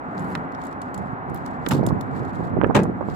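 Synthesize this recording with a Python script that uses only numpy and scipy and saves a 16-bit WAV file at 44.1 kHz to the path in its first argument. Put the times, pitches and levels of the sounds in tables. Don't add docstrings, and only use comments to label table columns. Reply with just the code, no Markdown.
import sys
import numpy as np
from scipy import signal
from scipy.fft import rfft, irfft
from scipy.io import wavfile
from scipy.ndimage import uniform_filter1d, minimum_filter1d

SR = 44100
rng = np.random.default_rng(int(sys.argv[2]) if len(sys.argv) > 2 else 0)


def to_wav(sig):
    pcm = np.clip(np.atleast_2d(sig), -1, 1) * 32767
    pcm = np.round(pcm).astype(np.int16)
    wavfile.write(sys.argv[1], SR, pcm.T)


N = 138915
T = np.arange(N) / SR


def from_db(db):
    return 10 ** (np.asarray(db) / 20)


def rms_one(x):
    return x / np.sqrt(np.mean(x ** 2) + 1e-20)


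def level(rows):
    return from_db(np.interp(T, *np.transpose(rows)))


def at_hz(rows, hz, axis=1):
    rows = np.array(rows)
    return np.interp(np.log(hz + 1e-9), np.log(rows[:, 0]), rows[:, axis])


def colour(x, spectrum):
    response = from_db(at_hz(spectrum, np.fft.rfftfreq(N, 1 / SR)))
    return rms_one(irfft(rfft(x) * response, N))


def filt(x, hz, kind, order=2):
    sections = signal.butter(order, hz, kind, fs=SR, output="sos")
    return signal.sosfilt(sections, x + 1e-18)


def pan(db):
    return rms_one(from_db([[db / 2], [-db / 2]]))


def pair(likeness):
    c = np.clip(likeness, -1, 1)
    mid, side = rng.standard_normal((2, N))
    return (np.sqrt(1 + c) * mid + np.sqrt(1 - c) * side * [[1], [-1]]) / np.sqrt(2)


def clicks(s, db):
    out = np.zeros(N)
    places = np.clip((np.asarray(s) * SR).astype(int), 0, N - 1)
    np.add.at(out, places, from_db(db))
    return out


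def decay(x, t60):
    return signal.lfilter([1], [1, -from_db(-60 / (t60 * SR))], x + 1e-18)


def ring(x, hz, t60):
    r, w = from_db(-60 / (t60 * SR)), 2 * np.pi * hz / SR
    return signal.lfilter([0, np.sin(w)], [1, -2 * r * np.cos(w), r * r], x + 1e-18)


def grains(per_s, spread_db):
    sizes = from_db(spread_db * np.minimum(rng.exponential(1, (2, N)), 4))
    arrivals = rng.random((2, N)) < per_s / SR
    return arrivals * sizes * rng.choice([-1, 1], (2, N))


def tone(hz, width_hz):
    return rms_one(filt(rng.standard_normal(N), [hz - width_hz / 2, hz + width_hz / 2], "band"))


def chatter(spread_db, grain_s):
    smooth = uniform_filter1d(rng.standard_normal(N), size=max(int(grain_s * SR), 1))
    return rms_one(from_db(spread_db * np.clip(rms_one(smooth), -2, 2)))


FLUTTER_DB, FLUTTER_T60_S = -25, 0.03
THUMP_LOW_HZ, THUMP_TOP_RATIO = 111, 1.55


def thump(peak_s, db, edge_hz):
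    age = T[:SR // 20]
    flutter = rng.standard_normal(len(age)) * from_db(FLUTTER_DB - 60 * age / FLUTTER_T60_S)
    pulse = filt((age == 0) + flutter, edge_hz, "low")
    pulse = filt(pulse, THUMP_TOP_RATIO * edge_hz, "low", order=5)
    pulse = filt(pulse, THUMP_LOW_HZ, "high")
    start = int(peak_s * SR) - np.argmax(pulse[:int(2 * SR / edge_hz)])
    return np.pad(pulse / np.abs(pulse).max() * from_db(db), (start, N))[:N]


# [dB, relative]
TRAFFIC_COLOUR = [(24,-47),(45,-17.5),(100,-7.5),(230,-5.5),(300,-6),(450,-10.5),(620,-10),(760,-4.5),(1000,-7.5),(1400,-10.5),(2000,-21),(2500,-33.5),(3200,-45),(4200,-48.5),(5800,-64),(7400,-62),(16000,-74)]
# time_s [s], level_db [dB]
TRAFFIC_LEVEL = [(0,-33),(.3,-29.5),(.7,-32.5),(2.3,-32),(3.15,-35)]
# pitch_hz [Hz], width_hz [Hz], level_db [dB]
ENGINE_TONES = [(252.7,11.2,-43),(273.6,6.8,-44.5),(725,42,-48)]
TRAFFIC_LAG_S, TRAFFIC_LIKENESS, TRAFFIC_PAN_DB = 0.00034, 0.64, -0.5


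def traffic():
    roar = colour(pair(TRAFFIC_LIKENESS), TRAFFIC_COLOUR) * level(TRAFFIC_LEVEL)
    engines = sum(from_db(db) * tone(hz, width) for hz, width, db in ENGINE_TONES)
    left, right = roar + engines
    late_left = np.interp(T - TRAFFIC_LAG_S, T, left)
    return np.array([late_left, right]) * pan(db=TRAFFIC_PAN_DB)


# time_s [s], level_db [dB]
WIND_LEVEL = [(0,-49),(.27,-45),(.55,-49),(.85,-57),(1.0,-30.5),(1.2,-48),(1.31,-28),(1.45,-40),(1.63,-35),(1.75,-22),(1.93,-22.5),(2.05,-32),(2.22,-26.5),(2.33,-36),(2.4,-24.5),(2.49,-29.5),(2.59,-22),(2.68,-22),(2.73,-27),(2.86,-24.5),(2.98,-34),(3.15,-27)]
# [dB, relative]
WIND_COLOUR = [(30,-36),(60,-14),(120,-3.5),(190,-4),(350,-12.5),(700,-22.5),(1400,-40),(7000,-95.5)]
WIND_PAN_DB, WIND_PUFFS_PER_S, WIND_SPREAD_DB = -5.5, 700, 2.5


def wind():
    puffs = grains(WIND_PUFFS_PER_S, WIND_SPREAD_DB)
    return level(WIND_LEVEL) * colour(puffs, WIND_COLOUR) * pan(db=WIND_PAN_DB)


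# peak_s [s], level_db [dB, peak before panning], upper_edge_hz [Hz], left_right_db [dB]
LOW_THUMPS = [(1.132,-16,200,-16),(1.674,-11,380,-27),(1.7295,-9,420,-2),(1.7415,-10,300,-6),(1.7518,-7,600,-21),(1.765,-8,330,-26),(1.7945,-9,700,-23),(1.8105,-7,278,-22),(1.8312,-7,540,-37),(1.8435,-11,560,-27),(1.8735,-8,630,-25),(1.9083,-7,850,-40),(1.927,-7,210,-12),(2.224,-13.5,400,-18),(2.4065,-10.5,650,-22),(2.5692,-6,520,-28),(2.5772,-9,520,-25),(2.5875,-6.5,330,12),(2.6147,-1.5,1300,-27),(2.6302,-9,950,-21),(2.6362,0,480,-33),(2.643,-4,520,-22),(2.6452,0,1400,-41),(2.6645,-10,350,8),(2.6955,-5,280,-31),(2.7001,-6,720,-25),(2.709,-6.5,850,-32),(2.7116,-9,1000,-22),(2.8552,-10,900,-26),(2.8988,-11,400,-12),(3.0098,-9.5,850,-19),(3.0133,-9.5,900,-28),(3.027,-15,900,-24),(3.0865,-10,650,-29)]
SNAP_FROM_DB, SNAP_DB, SNAP_HZ = -3, -18, 3100


def low_thumps():
    out = np.zeros((2, N))
    for peak_s, db, edge_hz, pan_db in LOW_THUMPS:
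        pulse = thump(peak_s, db, edge_hz)
        if db > SNAP_FROM_DB:
            snap = filt(clicks([peak_s], db + SNAP_DB), SNAP_HZ, "low", order=8)
            pulse = pulse + snap * SR / (2 * SNAP_HZ)
        out += pulse * pan(pan_db) / np.sqrt(2)
    return out


# time_s [s], level_db [dB]
RUMBLE_LEVEL = [(0,-51),(.15,-40.5),(.21,-30.5),(.36,-31.5),(.48,-45),(.7,-49)]
# [dB, relative]
RUMBLE_COLOUR = [(40,-50),(110,-21),(150,-5),(175,2),(250,-13),(400,-15),(4000,-110)]


def rumble():
    return level(RUMBLE_LEVEL) * colour(pair(0.8), RUMBLE_COLOUR)


# time_s [s], level_db [dB]
RUSTLE_LEVEL = [(0,-83),(.14,-66),(.19,-60),(.33,-59),(.39,-66),(.5,-77.5),(.65,-55),(.77,-75),(.87,-62),(.92,-75),(1.03,-64),(1.24,-84),(1.36,-61),(1.42,-65),(1.49,-59),(1.6,-70.5),(1.75,-42),(1.82,-65),(1.97,-70),(2.1,-67),(2.18,-54.5),(2.22,-65),(2.33,-59.5),(2.47,-61),(2.53,-78),(3.0,-73.5),(3.08,-63.5),(3.15,-50)]
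# [dB, relative]
RUSTLE_COLOUR = [(2500,2),(4200,4),(6000,-4.5),(6900,-3),(7400,5),(8100,-4.5),(9500,-9),(12000,-8.5),(16000,-22)]
# time_s [s], level_db [dB]
SLIDE_LEVEL = [(0,-110),(.15,-90),(.2,-72),(.33,-67),(.37,-85),(.5,-110)]
# [dB, relative]
SLIDE_COLOUR = [(3000,-13),(8500,-6),(11000,7),(12500,4),(13500,-15),(16000,-20)]
CONTACTS_PER_S, CONTACT_SPREAD_DB, CONTACT_T60_S = 1000, 3.6, 0.02


def rustle():
    contacts = np.abs(grains(CONTACTS_PER_S, CONTACT_SPREAD_DB)[0])
    friction = pair(0.064) * decay(contacts, CONTACT_T60_S)
    bunch = level(RUSTLE_LEVEL) * colour(friction, RUSTLE_COLOUR)
    blade = level(SLIDE_LEVEL) * colour(friction[::-1], SLIDE_COLOUR)
    return bunch + blade


# start_s [s], then level_db [dB, before the trims below] in the low, middle and high band
KEY_TICKS = [(0.179,-42,-55,-67),(0.195,-51,-49,-61),(.322,-52,-58,-62),(0.521,-51,-58,-66),(.548,-44.5,-60,-68),(0.617,-48,-55,-65),(.638,-48,-49,-58),(0.651,-56,-51,-59),(.668,-53,-48,-60),(0.727,-48,-53,-65),(.817,-42,-43,-54),(0.944,-38.5,-38.5,-49),(.978,-48,-42,-54),(1.298,-57,-55,-62),(1.3457,-50,-51,-38),(1.361,-48,-57,-52),(1.374,-52,-58,-57),(1.4615,-39,-43,-49),(1.6875,-32,-30,-30),(1.714,-41,-32.5,-35),(1.735,-35,-43,-48),(1.755,-44,-56,-47),(1.793,-49,-64,-58),(1.835,-50,-61,-68),(1.8651,-34.5,-28.5,-37),(1.888,-39,-49,-55),(2.01,-40,-42,-45),(2.25,-52,-56,-66),(2.356,-52,-61,-76),(2.669,-58,-56,-78),(2.834,-41,-39.5,-52),(3.0988,-44.5,-61,-71)]
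KEY_BAND_EDGES = [2800, 6000, 10000, 16000]
# pitch_hz [Hz], level_db [dB, relative, before random spread], t60_s [s]
KEY_MODES = [(3650,0,.008),(4340,-3,.015),(7305,3,.022),(7510,-8,.05),(8700,3,.005),(10100,-4,.03),(11600,8,.007),(12250,1,.02)]
# time_s [s], left_right_db [dB]
KEY_PLACE = [(.65,2),(1.3,-2.5),(1.9,-2.5),(2.5,4)]
TICK_DB, TICK_T60_S = -3.5, 0.019
TAIL_DB, TAIL_T60_S = -17, 0.12
KEY_RING_DB, KEY_RING_SPREAD_DB = -4.5, 6.1
TICK_GRAIN_DB, TICK_GRAIN_S = 4, 0.003


def keys():
    start_s, *bands_db = np.transpose(KEY_TICKS)
    uneven = chatter(TICK_GRAIN_DB, TICK_GRAIN_S)
    out = np.zeros((2, N))
    for db, low, high in zip(bands_db, KEY_BAND_EDGES, KEY_BAND_EDGES[1:]):
        tick_db = db + TICK_DB
        touch = clicks(start_s, tick_db)
        tail = from_db(TAIL_DB) * decay(touch, TAIL_T60_S) * uneven
        crack = pair(0.033) * (decay(touch, TICK_T60_S) + tail)
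        out += filt(crack, [low, high], "band", order=3) * np.sqrt(SR / 2 / (high - low))
        for hz, mode_db, t60 in KEY_MODES:
            if low <= hz < high:
                for side in out:
                    spread_db = rng.normal(0, KEY_RING_SPREAD_DB, len(start_s))
                    strike = clicks(start_s, tick_db + KEY_RING_DB + mode_db + spread_db)
                    side += ring(strike, hz, t60)
    return out * level(KEY_PLACE) ** np.array([[0.5], [-0.5]])


# pitch_hz [Hz], level_db [dB, relative, before random spread], t60_s [s]
PANEL_MODES = [(178,6,.55),(240,-9,.42),(287,-3,.43),(438,-5,.4),(572,-7,.45),(650,-6,.38),(802,-10,.38),(870,-10,.35),(1262,-17,.2),(1623,-7,.18),(1675,-12,.2),(1978,-16,.25),(2137,-16,.22),(2526,-20,.22)]
# [dB, before mode levels]
PANEL_BLOWS = [(1.711,-35),(2.748,-27),(2.763,-27.5),(2.796,-35.5)]
PANEL_PAN_DB, PANEL_SPREAD_DB = -3, 4.5


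def panel():
    start_s, db = np.transpose(PANEL_BLOWS)
    out = np.zeros(N)
    for k, (hz, mode_db, t60) in enumerate(PANEL_MODES):
        spread_db = rng.normal(0, PANEL_SPREAD_DB, len(start_s))
        strike = clicks(start_s, db + mode_db + spread_db)
        out += (-1) ** k * ring(strike, hz, t60)
    return pan(db=PANEL_PAN_DB) * out


RATTLE_DB, RATTLE_GRAIN_S = 3.5, 0.003


def blow(rows, bands, alike_below_hz):
    hit = clicks(*np.transpose(rows))
    edges = 62 * 2 ** (np.arange(17) / 2)
    rattle = chatter(RATTLE_DB, RATTLE_GRAIN_S)
    out = np.zeros((2, N))
    for low, high in zip(edges, edges[1:]):
        hz = np.sqrt(low * high)
        t60, rise = at_hz(bands, hz, axis=2), at_hz(bands, hz, axis=3)
        rise_t60 = min(rise * np.log(1000), t60 / 2)
        envelope = decay(hit, t60) - decay(hit, rise_t60)
        likeness = 1 / (1 + (hz / alike_below_hz) ** 2)
        noise = filt(pair(likeness), [low, high], "band", order=3)
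        noise /= np.sqrt(uniform_filter1d(np.mean(noise ** 2, axis=0), size=1500) + 1e-12)
        uneven = rattle if low * RATTLE_GRAIN_S > 2 else 1
        out += from_db(at_hz(bands, hz)) * envelope * noise * uneven
    return out


# [dB, before band levels]
LOCK_SNAPS = [(.352,-26.5),(1.663,-25)]
# [s, time constant]
SNAP_BANDS = [(200,-18,0.039,0.0012),(700,-3,.04,0.00045),(1590,-1,0.045,0.00046),(2400,-6.5,0.018,.0004),(3220,-2,0.022,0.00036),(4500,-6,0.011,0.00044),(6600,-17,0.015,0.00031),(15000,-27,.03,.0004)]
CRACK_DB, CRACK_LOW_HZ, CRACK_HIGH_HZ = 22, 2600, 4300


def lock_snaps():
    crack = filt(clicks(*np.transpose(LOCK_SNAPS)), [CRACK_LOW_HZ, CRACK_HIGH_HZ], "band")
    body = blow(LOCK_SNAPS, SNAP_BANDS, alike_below_hz=660)
    return (body + crack * from_db(CRACK_DB)) * pan(db=0.5)


# [s, time constant]
THROW_BANDS = [(81,-20,0.21,0.013),(172,6,0.42,0.011),(400,-11,.25,0.0039),(900,-2,.12,0.00055),(1600,-4,0.057,0.0006),(3000,-8,0.07,0.00052),(5960,-20.5,0.11,0.00065),(15000,-23,.1,0.00069)]
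THROW_S, THROW_DB = 1.709, -19


def lock_throw():
    return blow([(THROW_S, THROW_DB)], THROW_BANDS, alike_below_hz=1100) * pan(db=-2.5)


# [s, time constant]
LATCH_BANDS = [(81,-25,0.55,0.013),(176,-2,.55,0.0038),(400,-8.5,0.49,0.002),(750,-4.5,0.22,0.0011),(1430,-9,0.19,.0015),(2940,-11.5,0.125,0.00061),(4860,-24.5,0.15,.001),(7500,-16,0.1,0.00055),(11000,-31,0.1,0.00086),(15000,-34,0.083,.001)]
LATCH_S, LATCH_DB = 2.7465, -11.5


def latch_release():
    return blow([(LATCH_S, LATCH_DB)], LATCH_BANDS, alike_below_hz=660) * pan(db=0.5)


# peak_s [s], level_db [dB, peak before panning], upper_edge_hz [Hz]
GATE_JOLTS = [(2.7505,-13,350),(2.7625,-10,800),(2.7678,-6,380),(2.7968,-9,420)]


def gate_jolts():
    return sum(thump(*row) for row in GATE_JOLTS) * pan(db=3)


def scene():
    background = traffic() + wind() + rumble()
    bunch = rustle() + keys()
    tailgate = panel() + lock_snaps() + lock_throw() + latch_release() + gate_jolts()
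    return background + low_thumps() + bunch + tailgate


CEILING, LIMITER_S, CUTOFF_HZ = 0.93, 0.004, 16900


def record(dry):
    window = int(LIMITER_S * SR)
    needed = CEILING / np.maximum(np.abs(dry), CEILING)
    gain = uniform_filter1d(minimum_filter1d(needed, size=window), size=window)
    top_cut = signal.cheby2(14, 70, CUTOFF_HZ, fs=SR, output="sos")
    return signal.sosfilt(top_cut, dry * gain)


dry = scene()
out = record(dry)
to_wav(out)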